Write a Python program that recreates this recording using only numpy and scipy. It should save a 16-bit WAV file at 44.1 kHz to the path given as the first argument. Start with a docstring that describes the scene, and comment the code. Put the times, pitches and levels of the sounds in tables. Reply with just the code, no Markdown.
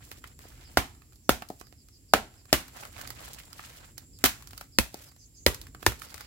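"""Close by in a forest, a heavy knife strikes a branch propped on the ground eight times in 6.3 s.
From the start: filtered-noise rumble, air and insects, leaf scrapes and crackle, click-cluster taps.
From 0.4 s a far bird chirps as noise-modulated falling glides; from 1.2 s another whistles, rising.
From 0.8 s each blow sums a noise crack, decaying modes, a ground thump and scatter; crumbs tap after it.
From 2.6 s the branch is hauled through the litter; at 4.2 s the fifth blow also tears fibres in grain bursts."""
import sys
import numpy as np
from scipy import signal
from scipy.fft import rfft, irfft
from scipy.io import wavfile
from scipy.ndimage import uniform_filter1d

SR = 44100
rng = np.random.default_rng(int(sys.argv[2]) if len(sys.argv) > 2 else 0)


def wrap_up_sound(samples):
    """Save the sound to the file named by the first command line argument, as 16-bit audio."""
    columns = np.atleast_2d(samples).T
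    # keep every value between -1 and 1, then stretch to whole-number steps
    tamed = np.clip(columns, -1, 1)
    steps = np.round(tamed * 32767).astype(np.int16)
    wavfile.write(sys.argv[1], SR, steps)


N = 276066  # samples


def amp(db):
    """Level: decibels to an amplitude ratio."""
    return 10 ** (np.asarray(db) / 20)


def evened(x):
    """Normalisation: scales to unit rms."""
    return x / np.sqrt(np.mean(x ** 2) + 1e-20)


def read(points, hz):
    """Interpolation of a spectrum on a log-frequency axis."""
    f, value = np.transpose(points)
    return np.interp(np.log(hz + 1), np.log(f + 1), value)


def add(mix, s, sound):
    """Superposition: adds a sound to the mix from time s."""
    part = mix[:, max(round(s * SR), 0):][:, :sound.shape[-1]]
    part += sound[..., :part.shape[1]]


def bins(x):
    """Discrete Fourier transform: the frequencies of its bins."""
    return np.fft.rfftfreq(x.shape[-1], 1 / SR)


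def colour(x, points):
    """Minimum-phase filtering: a causal response of unit energy with the given spectral shape."""
    log_gain = np.log(amp(read(points, abs(np.fft.fftfreq(2048, 1 / SR)))))
    # the phase is the Hilbert transform of the log gain
    spectrum = np.exp(signal.hilbert(log_gain).conj())
    taps = np.fft.ifft(spectrum).real[:1024]
    return signal.oaconvolve(x, taps[None] / np.linalg.norm(taps), axes=1)[:, :x.shape[1]]


def tilted(points, db_per_octave):
    """Spectral tilt: a brighter or duller version of a spectrum."""
    return [(hz, db + db_per_octave * np.log2(hz)) for hz, db in points]


def panned(db):
    """Level difference: gains of the two channels, half the left-right difference each way."""
    return amp(np.array([[.5], [-.5]]) * db)


def ports(x):
    """Arrival-time difference: sound from the branch reaches the left microphone 4 samples early."""
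    return np.array([x, np.pad(x, (4, 0))[:len(x)]])


# Diffuse-field coherence at close microphones: f/Hz, left-right likeness (0 to 1)
LIKENESS = [(40, 0.94), (130, 0.9), (300, 0.92), (640, 0.68), (1300, 0.027), (16000, 0.0037)]


def diffuse(x):
    """Diffuse-field coherence: two unrelated channels become alike in the bass."""
    a, b = rfft(x)
    same = np.clip(read(LIKENESS, bins(x)), -1, 1)
    return irfft([a, same * a + np.sqrt(1 - same ** 2) * b], x.shape[1])


def ring(t, hz, t60, rise):
    """Modal decay: a mode excited around t = 0 by a push that builds over the rise time."""
    decay = amp(-60 * np.maximum(t, 0) / t60)
    build = np.exp(-(np.minimum(t, 0) / rise) ** 2)
    return np.cos(2 * np.pi * hz * t) * decay * build


def grains(size, per_s, spread_db):
    """Shot noise: two channels of random clicks of uneven size, unit rms."""
    sizes = amp(spread_db * np.minimum(rng.exponential(1, (2, size)), 4))
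    signs = rng.choice([-1, 1], (2, size))
    happens = rng.random((2, size)) < per_s / SR
    return evened(sizes * signs * happens)


# Spectral shape of the sound scattered back: f/Hz, relative level/dB
SCATTER_SPECTRUM = [(40, 1), (150, -4.5), (400, 0), (900, -3), (2000, 0), (5000, -1), (10000, -4.5),
                    (16000, 2.5)]
# Main decay of the scatter: f/Hz, t60/s
FOREST_DECAY = [(100, 0.37), (400, 0.17), (900, .24), (2500, 0.23), (7000, 0.26), (16000, 0.18)]


def forest(x, near_db=2.5, near_t60=.07, far_db=-32, far_t60=0.93):
    """Multiple scattering: dense echoes of ground and trunks, with a faint slow tail of farther trees."""
    echoes = diffuse(grains(size=SR // 2, per_s=9000, spread_db=2.5))
    hz, t, z = signal.stft(echoes, SR, nperseg=128)
    main = amp(-60 * t / read(FOREST_DECAY, hz)[:, None])
    near = amp(near_db - 60 * t / near_t60)
    far = amp(far_db - 60 * t / far_t60)
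    tail = signal.istft(z * (main + near + far), SR)[1]
    # the echoes set in over about 3 ms
    tail *= 1 - np.exp(-(np.arange(tail.shape[1]) / SR / .003) ** 2)
    tail = colour(tail / np.linalg.norm(tail, axis=1, keepdims=True), SCATTER_SPECTRUM)
    return signal.fftconvolve(x, tail, axes=1)[:, :x.shape[1]]


# Swell of the low rumble before gusts: t/s, level/dB
RUMBLE_SWELL = [(0, -55), (.8, -52.5), (1.2, -57.5), (2.55, -58), (3.05, -51), (3.6, -55.5), (4.4, -53),
                (5.3, -60), (5.55, -50.5), (6.26, -54.5)]
# Spectral shape of the rumble, shared by the shaking soil: f/Hz, relative level/dB
RUMBLE_SPECTRUM = [(12, -31), (28, -11.5), (50, 2.5), (75, -0.5), (120, -2), (180, -13), (280, -11.5),
                   (450, -24.5), (800, -41), (2000, -69)]
# Spectral shape of still forest air: f/Hz, relative level/dB
AIR_SPECTRUM = [(200, -11), (400, -2.5), (700, -6.5), (1300, -9.5), (2500, -4.5), (3600, -6), (5000, 1),
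                (6200, -2.5), (8400, -8), (11000, -0.5), (16000, -5)]
AIR_DB = -66.5
# Resonance-shaped bands of the insect choruses: f/Hz, half width/Hz, level before the swell/dB
INSECT_BANDS = [(7410, 220, -63.5), (10100, 120, -75.5)]
# Slow swell of the insects: t/s, relative level/dB
INSECT_SWELL = [(0, -0.5), (1.2, -4), (2.2, -3.5), (3.2, 2), (3.8, -0.5), (4.25, 2.5), (4.7, -3.5),
                (5.7, 0), (6.26, -3.5)]


def background(rumble_gain_db=0.0, gust_db=-0.3, waver_db=1.0):
    """Filtered noise with slow modulation: low rumble, faint steady air and wavering insects."""
    t, hz = np.arange(N) / SR, np.fft.rfftfreq(N, 1 / SR)
    # gusts: twenty slow sines, 2 to 9 Hz
    gusts = evened(sum(np.sin(2 * np.pi * (f * t + rng.random())) for f in np.geomspace(2, 9, 20)))
    noise = rfft(diffuse(rng.standard_normal((2, N))))
    rumble = evened(irfft(noise * amp(read(RUMBLE_SPECTRUM, hz)), N))
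    rumble *= amp(np.interp(t, *np.transpose(RUMBLE_SWELL)) + rumble_gain_db + gust_db * gusts)
    air = amp(AIR_DB) * colour(diffuse(rng.standard_normal((2, N))), AIR_SPECTRUM)
    shrill = rfft(rng.standard_normal((2, N)))
    chorus = 0
    for f, width, db in INSECT_BANDS:
        band = shrill / (1 + ((hz - f) / width) ** 2 / 2)
        chorus = chorus + amp(db) * evened(irfft(band, N))
    # the insects waver with the gust curve reversed in time
    chorus_db = np.interp(t, *np.transpose(INSECT_SWELL)) + waver_db * gusts[::-1]
    return rumble + air + chorus * amp(chorus_db)


# Resonances of flexing dry leaves: f/Hz, bandwidth/Hz, relative level/dB
LEAF_RESONANCES = [(526, 210, -2), (890, 600, 1), (1520, 600, -0.5), (2170, 1400, 2), (3400, 3900, 0.5)]
# Spectral shape of the fine crackle: f/Hz, relative level/dB
CRACKLE_SPECTRUM = [(1000, -34.5), (3000, -7.5), (5000, -2.5), (9000, -3.5), (16000, -4)]
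# Hauling the branch round through the litter: t/s, rustle level before gain/dB
HAUL_LEVELS = [(2.64, -58), (2.72, -63.5), (2.78, -48.5), (2.91, -61), (2.98, -46), (3.14, -56),
               (3.23, -49.5), (3.5, -62.5), (3.6, -50.5), (3.75, -57), (3.87, -58.5), (3.95, -64)]
# the crackle gains CRACKLE_GROWTH dB for each dB of scrape above the reference
HAUL_CRACKLE_DB, CRACKLE_GROWTH, RUSTLE_REF_DB = -3.5, 0.88, -62


def litter(levels, crisp_db, scrape_gain_db=1.5, crackle_gain_db=5.0, clump_db=5.5, pan_db=-0.5):
    """Stick-slip friction: each leaf resonance scrapes in its own fits and starts over a fine crackle."""
    s, scrape_db = np.transpose(levels)
    crackle_db = RUSTLE_REF_DB + CRACKLE_GROWTH * (scrape_db - RUSTLE_REF_DB) + crisp_db
    t = np.arange(s[0], s[-1], 1 / SR)
    # one irregular envelope for each leaf resonance, the last for the crackle
    wander = rng.standard_normal((len(LEAF_RESONANCES) + 1, len(t)))
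    clumps = evened(amp(clump_db * evened(uniform_filter1d(wander, size=600))))
    scrape = 0
    for (hz, width, db), clump in zip(LEAF_RESONANCES, clumps):
        slips = grains(size=len(t), per_s=700, spread_db=2.5) * clump
        leaf = signal.lfilter(*signal.iirpeak(hz, hz / width, SR), slips)
        scrape = scrape + amp(db) * evened(leaf)
    scrape = evened(scrape) * amp(np.interp(t, s, scrape_db) + scrape_gain_db)
    crackle = colour(grains(size=len(t), per_s=3400, spread_db=5.5), CRACKLE_SPECTRUM)
    crackle *= amp(np.interp(t, s, crackle_db) + crackle_gain_db)
    rustle = scrape + crackle * clumps[-1]
    return s[0], panned(pan_db) * rustle * signal.windows.tukey(len(t), .08)


# Short shuffles of branch and boots in the litter:
# t/s, nominal length/s, rustle level before gain/dB, crackle offset/dB
SHUFFLE_EVENTS = [(-.02, 0.2, -61.5, 2), (0.216, .12, -63.5, -3.5), (0.389, 0.41, -61, -5),
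                  (1.509, 0.1, -75.5, 10), (2.321, 0.099, -69.5, -11), (2.48, .05, -60.5, -5),
                  (3.968, 0.085, -65.5, -5.5), (4.186, .05, -63.5, 0), (4.369, 0.31, -65, 0.5),
                  (4.924, .18, -60, -0.5), (5.609, .08, -63, -7), (5.803, .06, -60.5, 0.5),
                  (5.98, 0.28, -56, -2.5)]
SHUFFLE_ATTACK_S, SHUFFLE_RELEASE_S, SHUFFLE_EDGE_DB = .018, 0.062, -2


def shuffle(s, length, db, crackle_db):
    """Friction under a brief push into the leaves: it builds, holds and lets go."""
    held = max(length - SHUFFLE_RELEASE_S, SHUFFLE_ATTACK_S)
    edge_db = db + SHUFFLE_EDGE_DB
    levels = [(s, edge_db), (s + SHUFFLE_ATTACK_S, db),
              (s + held, db), (s + held + SHUFFLE_RELEASE_S, edge_db)]
    return litter(levels, crackle_db)


# Taps of the blade, snapping leaves and falling chips:
# t/s, relative woody level/dB, leafy level/dB, crisp level/dB, left-right difference/dB
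TAP_EVENTS = [(.114, -46.5, -36, -37, -5), (.240, -49, -36.5, -44, -1.5), (.390, -57, -48.5, -43.5, 3.5),
              (.453, -45, -64, -68, -1.5), (1.019, -66, -53.5, -60, -8.5), (1.123, -70, -61, -61, -10.5),
              (1.157, -70.5, -72.5, -53, -6), (1.421, -31, -34.5, -38, -1), (1.487, -69, -57.5, -40.5, 0.5),
              (1.5012, -28, -43, -42, 1), (1.611, -42.5, -42.5, -42.5, -5.5), (1.725, -53, -56.5, -56, -11),
              (1.886, -68.5, -57.5, -51.5, -1.5), (2.680, -71, -50.5, -42.5, 1.5),
              (2.833, -48.5, -37.5, -44, 0), (2.851, -70, -41, -41, 8), (3.013, -52.5, -37.5, -39.5, -5),
              (3.074, -52, -42.5, -34.5, -2), (3.103, -44.5, -36.5, -32, -2.5),
              (3.345, -60, -56, -41, -3.5), (3.529, -66, -51, -39, -5), (3.593, -42, -37, -48, -2.5),
              (3.979, -49.5, -44.5, -33.5, -6), (4.423, -59.5, -44.5, -43, 1),
              (4.472, -60.5, -52, -40.5, -4), (4.508, -68, -53, -41.5, 3), (4.531, -49, -42.5, -43.5, 0),
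              (4.577, -65, -45, -34, 0), (4.610, -39, -37.5, -35, 0.5), (4.942, -32, -46, -34, -1.5),
              (5.087, -69, -61, -51, 3), (5.545, -59, -40, -30.5, 3), (5.614, -60, -45.5, -35.5, -1),
              (5.668, -69, -48, -45, 1), (5.747, -45.5, -41, -44.5, 1.5), (5.827, -39, -38.5, -41.5, -6.5),
              (5.920, -36.5, -36, -37, 0), (6.018, -71, -37.5, -39.5, -6.5),
              (6.142, -46.5, -40, -34.5, 6.5), (6.178, -66, -43.5, -42, 6), (6.207, -52, -38.5, -35.5, -4)]
# Spectral shapes of the three parts of a tap: f/Hz, relative level/dB
WOODY_SPECTRUM = [(80, -18.5), (250, 3.5), (700, 0.5), (1200, -10), (2500, -35.5), (8000, -63.5)]
LEAFY_SPECTRUM = [(200, -40.5), (700, -7.5), (1200, 10.5), (2300, 5.5), (4000, -11), (8000, -19.5),
                  (16000, -51.5)]
CRISP_SPECTRUM = [(500, -53.5), (2500, -11), (4500, 8.5), (8000, 3), (16000, 2.5)]
TAP_S = 0.0022  # from the start of a tap to its snap
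TAP_KNOCK_HZ, TAP_KNOCK_T60, TAP_KNOCK_DB = 730, .014, 0.5  # brief note of the wood; dB re woody level


def tap(s, woody_db, leafy_db, crisp_db, pan_db, push_db=15, woody_rattle_db=-6,
        leafy_rattle_db=0, snap_db=2, crisp_rattle_db=0):
    """Impact excitation: one sharp contact in a cluster of clicks, sounding in wood and dry leaf."""
    t = np.arange(SR // 12) / SR
    # the cluster dies away fast, then rattles on faintly
    envelope = t / TAP_S * (np.exp(-2 * t / TAP_S) + 0.049 * np.exp(-.6 * t / TAP_S))
    clicks = diffuse(grains(size=len(t), per_s=9000, spread_db=5.5) * envelope)
    clicks = clicks * np.sqrt(0.002 * SR / (clicks ** 2).sum(1).mean())
    contact = ports(np.sinc((t - TAP_S) * SR))
    woody_push = amp(push_db) * contact + amp(woody_rattle_db) * clicks
    woody = amp(woody_db) * colour(woody_push, WOODY_SPECTRUM)
    knock = ports(ring(t - TAP_S, TAP_KNOCK_HZ, TAP_KNOCK_T60, rise=.0007))
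    woody += amp(woody_db + TAP_KNOCK_DB) * knock
    leafy = amp(leafy_db + leafy_rattle_db) * colour(clicks, LEAFY_SPECTRUM)
    crisp_snap = amp(snap_db) * contact + amp(crisp_rattle_db) * clicks
    crisp = amp(crisp_db) * colour(crisp_snap, CRISP_SPECTRUM)
    return s, panned(pan_db) * (woody + leafy + crisp)


# A far bird repeating one falling chirp: t/s, level/dB
BIRD_CHIRPS = [(.41, -66), (.637, -59.5), (1.63, -64), (1.77, -66), (1.92, -62.5), (2.076, -63),
               (2.366, -66), (4.123, -61), (4.715, -60.5), (5.055, -62.5), (5.193, -61.5), (5.34, -61),
               (6.06, -61), (6.204, -61)]
CHIRP_S, CHIRP_FROM_HZ, CHIRP_TO_HZ, CHIRP_BLUR_HZ = .066, 5170, 4660, 280
# Another answering with a rising whistle: t/s, start f/Hz, level/dB
BIRD_WHISTLES = [(1.22, 5600, -66), (1.88, 5450, -73), (5.17, 5910, -61), (5.346, 6240, -57.5)]
WHISTLE_S, WHISTLE_RISE_HZ, WHISTLE_BLUR_HZ = .12, 800, 420


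def chirp(s, length, start_hz, end_hz, db, blur_hz):
    """Modulation of a gliding tone by narrow-band noise: a chirp blurred by its way through the trees."""
    t = np.arange(0, length, 1 / SR)
    turns = np.cumsum(np.interp(t, [0, length], [start_hz, end_hz])) / SR
    noise = rng.standard_normal((2, 2, SR // 4))
    real, imaginary = signal.lfilter(*signal.butter(2, blur_hz, fs=SR), noise)[..., :len(t)]
    glide = ((real + 1j * imaginary) * np.exp(2j * np.pi * turns)).real
    return s, amp(db) * evened(glide) * signal.windows.tukey(len(t), .5)


# Blows of the knife: t/s, bite time/s, branch knock level/dB, factor on branch f, factor on branch t60,
# ring at the cut f/Hz, level/dB, its upper ring f/Hz, level/dB, bark crack level/dB,
# crack brightness/(dB per octave), ground thump level/dB, scatter level/dB, left-right difference/dB.
# Levels are relative settings of each part.
BLOWS = [(.7720, .001, -14.5, 1.07, 2.6, 700, -12, 1462, -11, -13.5, -1.2, -23.5, 1, 1.5),
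         (1.2923, .0013, -8.5, .98, 0.66, 710, -16, 1300, -8, -12.5, 0.036, -20.5, -2, 1.5),
         (2.1359, .0014, -14, 1.01, 0.78, 736, -6, 1250, -8.5, -9, -2.44, -28.5, -1.5, 1.5),
         (2.5283, 0.00082, -11.5, 1.07, 3, 674, -10.5, 1444, -23.5, -8.5, -0.15, -23, -1.5, 2.5),
         (4.24, 0.000903, -13, 1.05, 0.83, 1130, -40, 1640, -17, -9.5, 0.028, -27, -1, 4),
         (4.7860, 0.0012, -13.5, .908, 1.8, 990, -19, 2670, -14, -9.5, 1, -20.5, -5, 5),
         (5.4634, 0.002043, -15.5, 1, 0.72, 510, -12, 1920, -13.5, -11.5, -0.076, -19.5, -3.5, 4.5),
         (5.8639, .0022, -15.5, 1.37, 0.35, 950, -15, 1764, -10, -11.5, .2, -18.5, -5.5, 4)]
# Spectral shapes of the crack, and of the crack as it goes out to be scattered: f/Hz, relative level/dB
CRACK_SPECTRUM = [(200, -18.5), (700, -7.5), (1500, 6), (3000, 0.5), (5000, 3.5), (7000, -2), (12000, -6.5),
                  (16000, -5)]
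SPRAY_SPECTRUM = [(100, -7), (300, 4), (700, 3.5), (1100, 2), (1600, 2), (2700, 0), (5000, -4),
                  (7000, -3.5), (12000, -2.5), (16000, -10)]
# Bending modes of the branch before each blow's factors: f/Hz, relative level/dB, t60/s
BRANCH_MODES = [(258, -8, 0.083), (348, -12, 0.06), (396, -20.5, 0.0038), (584, -10.5, 0.029),
                (970, -34, 0.0027), (2800, -13.5, 0.029), (4350, -18.5, 0.0072)]
# Modes of the branch bouncing on the soil: f/Hz, relative level/dB, t60/s
SOIL_MODES = [(61, -9.5, 0.18), (96, -8, 0.069)]
CUT_T60, CUT_UPPER_T60 = 0.014, 0.014  # s; the blade in the cut damps the wood at once
LONGEST_T60 = .055  # s, limit on the branch modes


def chop(s, bite, knock_db, pitch, hold, ring_hz, ring_db, upper_hz, upper_db, crack_db, bright_db,
         thump_db, scatter_db, pan_db, wood_wet_db=-6, cut_wet_db=-9, spray_db=1, snap_db=10, shake_db=-7):
    """Impact and modal response: the edge crushes bark, stops in ringing wood; the branch bounces on soil."""
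    t = np.arange(SR // 2) / SR
    stop = t - bite
    crush = np.minimum(t / 0.0001, 1) * np.exp(-np.maximum(stop, 0) / 0.0018)
    shared = ports(rng.standard_normal(len(t)))
    fibres = evened(shared + 0.73 * rng.standard_normal((2, len(t))))
    snap = amp(snap_db) * ports(np.sinc((t - bite / 2) * SR))  # the bark gives way
    crack = amp(crack_db) * colour(fibres * crush + snap, tilted(CRACK_SPECTRUM, bright_db))

    wood = 0
    for hz, db, t60 in BRANCH_MODES:
        wood = wood + amp(db) * ring(stop, hz * pitch, min(t60 * hold, LONGEST_T60), rise=0.0037)
    wood = amp(knock_db) * wood
    cut = amp(ring_db) * ring(stop, ring_hz, CUT_T60, rise=.001)
    cut += amp(upper_db) * ring(stop, upper_hz, CUT_UPPER_T60, rise=0.00048)
    onset = np.minimum(t / 0.00016, 1)
    wood = panned(pan_db) * ports(wood * onset)
    cut = panned(pan_db) * ports(cut * onset)

    # the crack leaves in all directions, so what comes back is evenly broad
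    spray = colour(ports(signal.unit_impulse(len(t))), tilted(SPRAY_SPECTRUM, bright_db))
    spray *= amp(crack_db + spray_db) * np.linalg.norm(crush)
    scatter = amp(scatter_db) * forest(spray + amp(wood_wet_db) * wood + amp(cut_wet_db) * cut)

    # the soil gives under the branch and shakes unevenly around it
    bounce = sum(amp(db) * ring(t - .016, hz, t60, rise=0.0062) for hz, db, t60 in SOIL_MODES)
    shake = colour(rng.standard_normal((2, len(t))), RUMBLE_SPECTRUM)
    shake *= amp(shake_db) * np.exp(-t / 0.026)
    thump = amp(thump_db) * (bounce + shake) * np.minimum(t / 0.0028, 1)
    return s, crack + wood + cut + scatter + thump


CRUMB_FLIGHT_S, CRUMB_DB, CRUMB_SPREAD_DB = (0.11, 0.41), -56, 2  # flight: shortest, longest


def crumbs(blow_s, count=3, woody_db=-9, leafy_db=-4, pan_db=-5):
    """Random impacts: crumbs of bark land as faint taps after a blow."""
    delays = rng.uniform(*CRUMB_FLIGHT_S, count)
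    sizes = CRUMB_DB + CRUMB_SPREAD_DB * rng.standard_normal(count)
    return [tap(blow_s + delay, db + woody_db, db + leafy_db, db, pan_db)
            for delay, db in zip(delays, sizes)]


# Fibres tearing as the blade runs through: t/s, length before decay/s, relative level/dB
TEAR_EVENTS = [(4.241, 0.0025, -23), (4.251, 0.0098, -18), (4.2579, 0.0051, -17), (4.263, 0.0066, -27.5),
               (4.281, 0.016, -35)]
# Spectral shape of tearing: f/Hz, relative level/dB
TEAR_SPECTRUM = [(100, -3.5), (400, -19), (900, 3.5), (1700, 4), (4500, -0.5), (7000, -2), (16000, -2)]


def tear(s, length, db, wet_db=-6):
    """Fracture as shot noise: a run of tiny breaks as a chip splits off."""
    t = np.arange(SR // 3) / SR
    envelope = np.exp(-np.maximum(t - length, 0) / 0.00116)
    burst = grains(size=len(t), per_s=12000, spread_db=2.0) * envelope
    direct = amp(db) * colour(burst, TEAR_SPECTRUM)
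    return s, direct + amp(wet_db) * forest(direct)


def scene(small_wet_db=-8):
    """Superposition: blows, small sounds with their scatter, and the forest behind."""
    blows, small = np.zeros((2, 2, N))
    for row in SHUFFLE_EVENTS:
        add(small, *shuffle(*row))
    for row in TAP_EVENTS:
        add(small, *tap(*row))
    for s, db in BIRD_CHIRPS:
        add(small, *chirp(s, CHIRP_S, CHIRP_FROM_HZ, CHIRP_TO_HZ, db, CHIRP_BLUR_HZ))
    for row in BLOWS:
        add(blows, *chop(*row))
        for crumb in crumbs(row[0]):
            add(small, *crumb)
    for s, hz, db in BIRD_WHISTLES:
        add(small, *chirp(s, WHISTLE_S, hz, hz + WHISTLE_RISE_HZ, db, WHISTLE_BLUR_HZ))
    add(small, *litter(HAUL_LEVELS, HAUL_CRACKLE_DB))
    for row in TEAR_EVENTS:
        add(blows, *tear(*row))
    return blows + small + amp(small_wet_db) * forest(small) + background()


# Response difference of the two microphones: f/Hz, left-right difference/dB
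MICROPHONE_BALANCE = [(40, 0), (120, -2.5), (250, -0.5), (500, -2.5), (1000, -3), (2000, -1), (5000, -3),
                      (10000, -1), (16000, -0.5)]
EDGE_HZ = 16050  # upper band limit


def record(dry):
    """Transduction: two slightly unlike microphones, a low cut, clipping of peaks, and a band limit."""
    x = irfft(rfft(dry) * panned(read(MICROPHONE_BALANCE, bins(dry))), N)
    x = signal.lfilter(*signal.butter(2, 30, "high", fs=SR), x)
    x = np.clip(x, -1, 1)
    band_limit = signal.firwin(301, EDGE_HZ, window=("kaiser", 8), fs=SR)
    return signal.oaconvolve(x, band_limit[None], "same")


dry = scene()
out = record(dry)
wrap_up_sound(out)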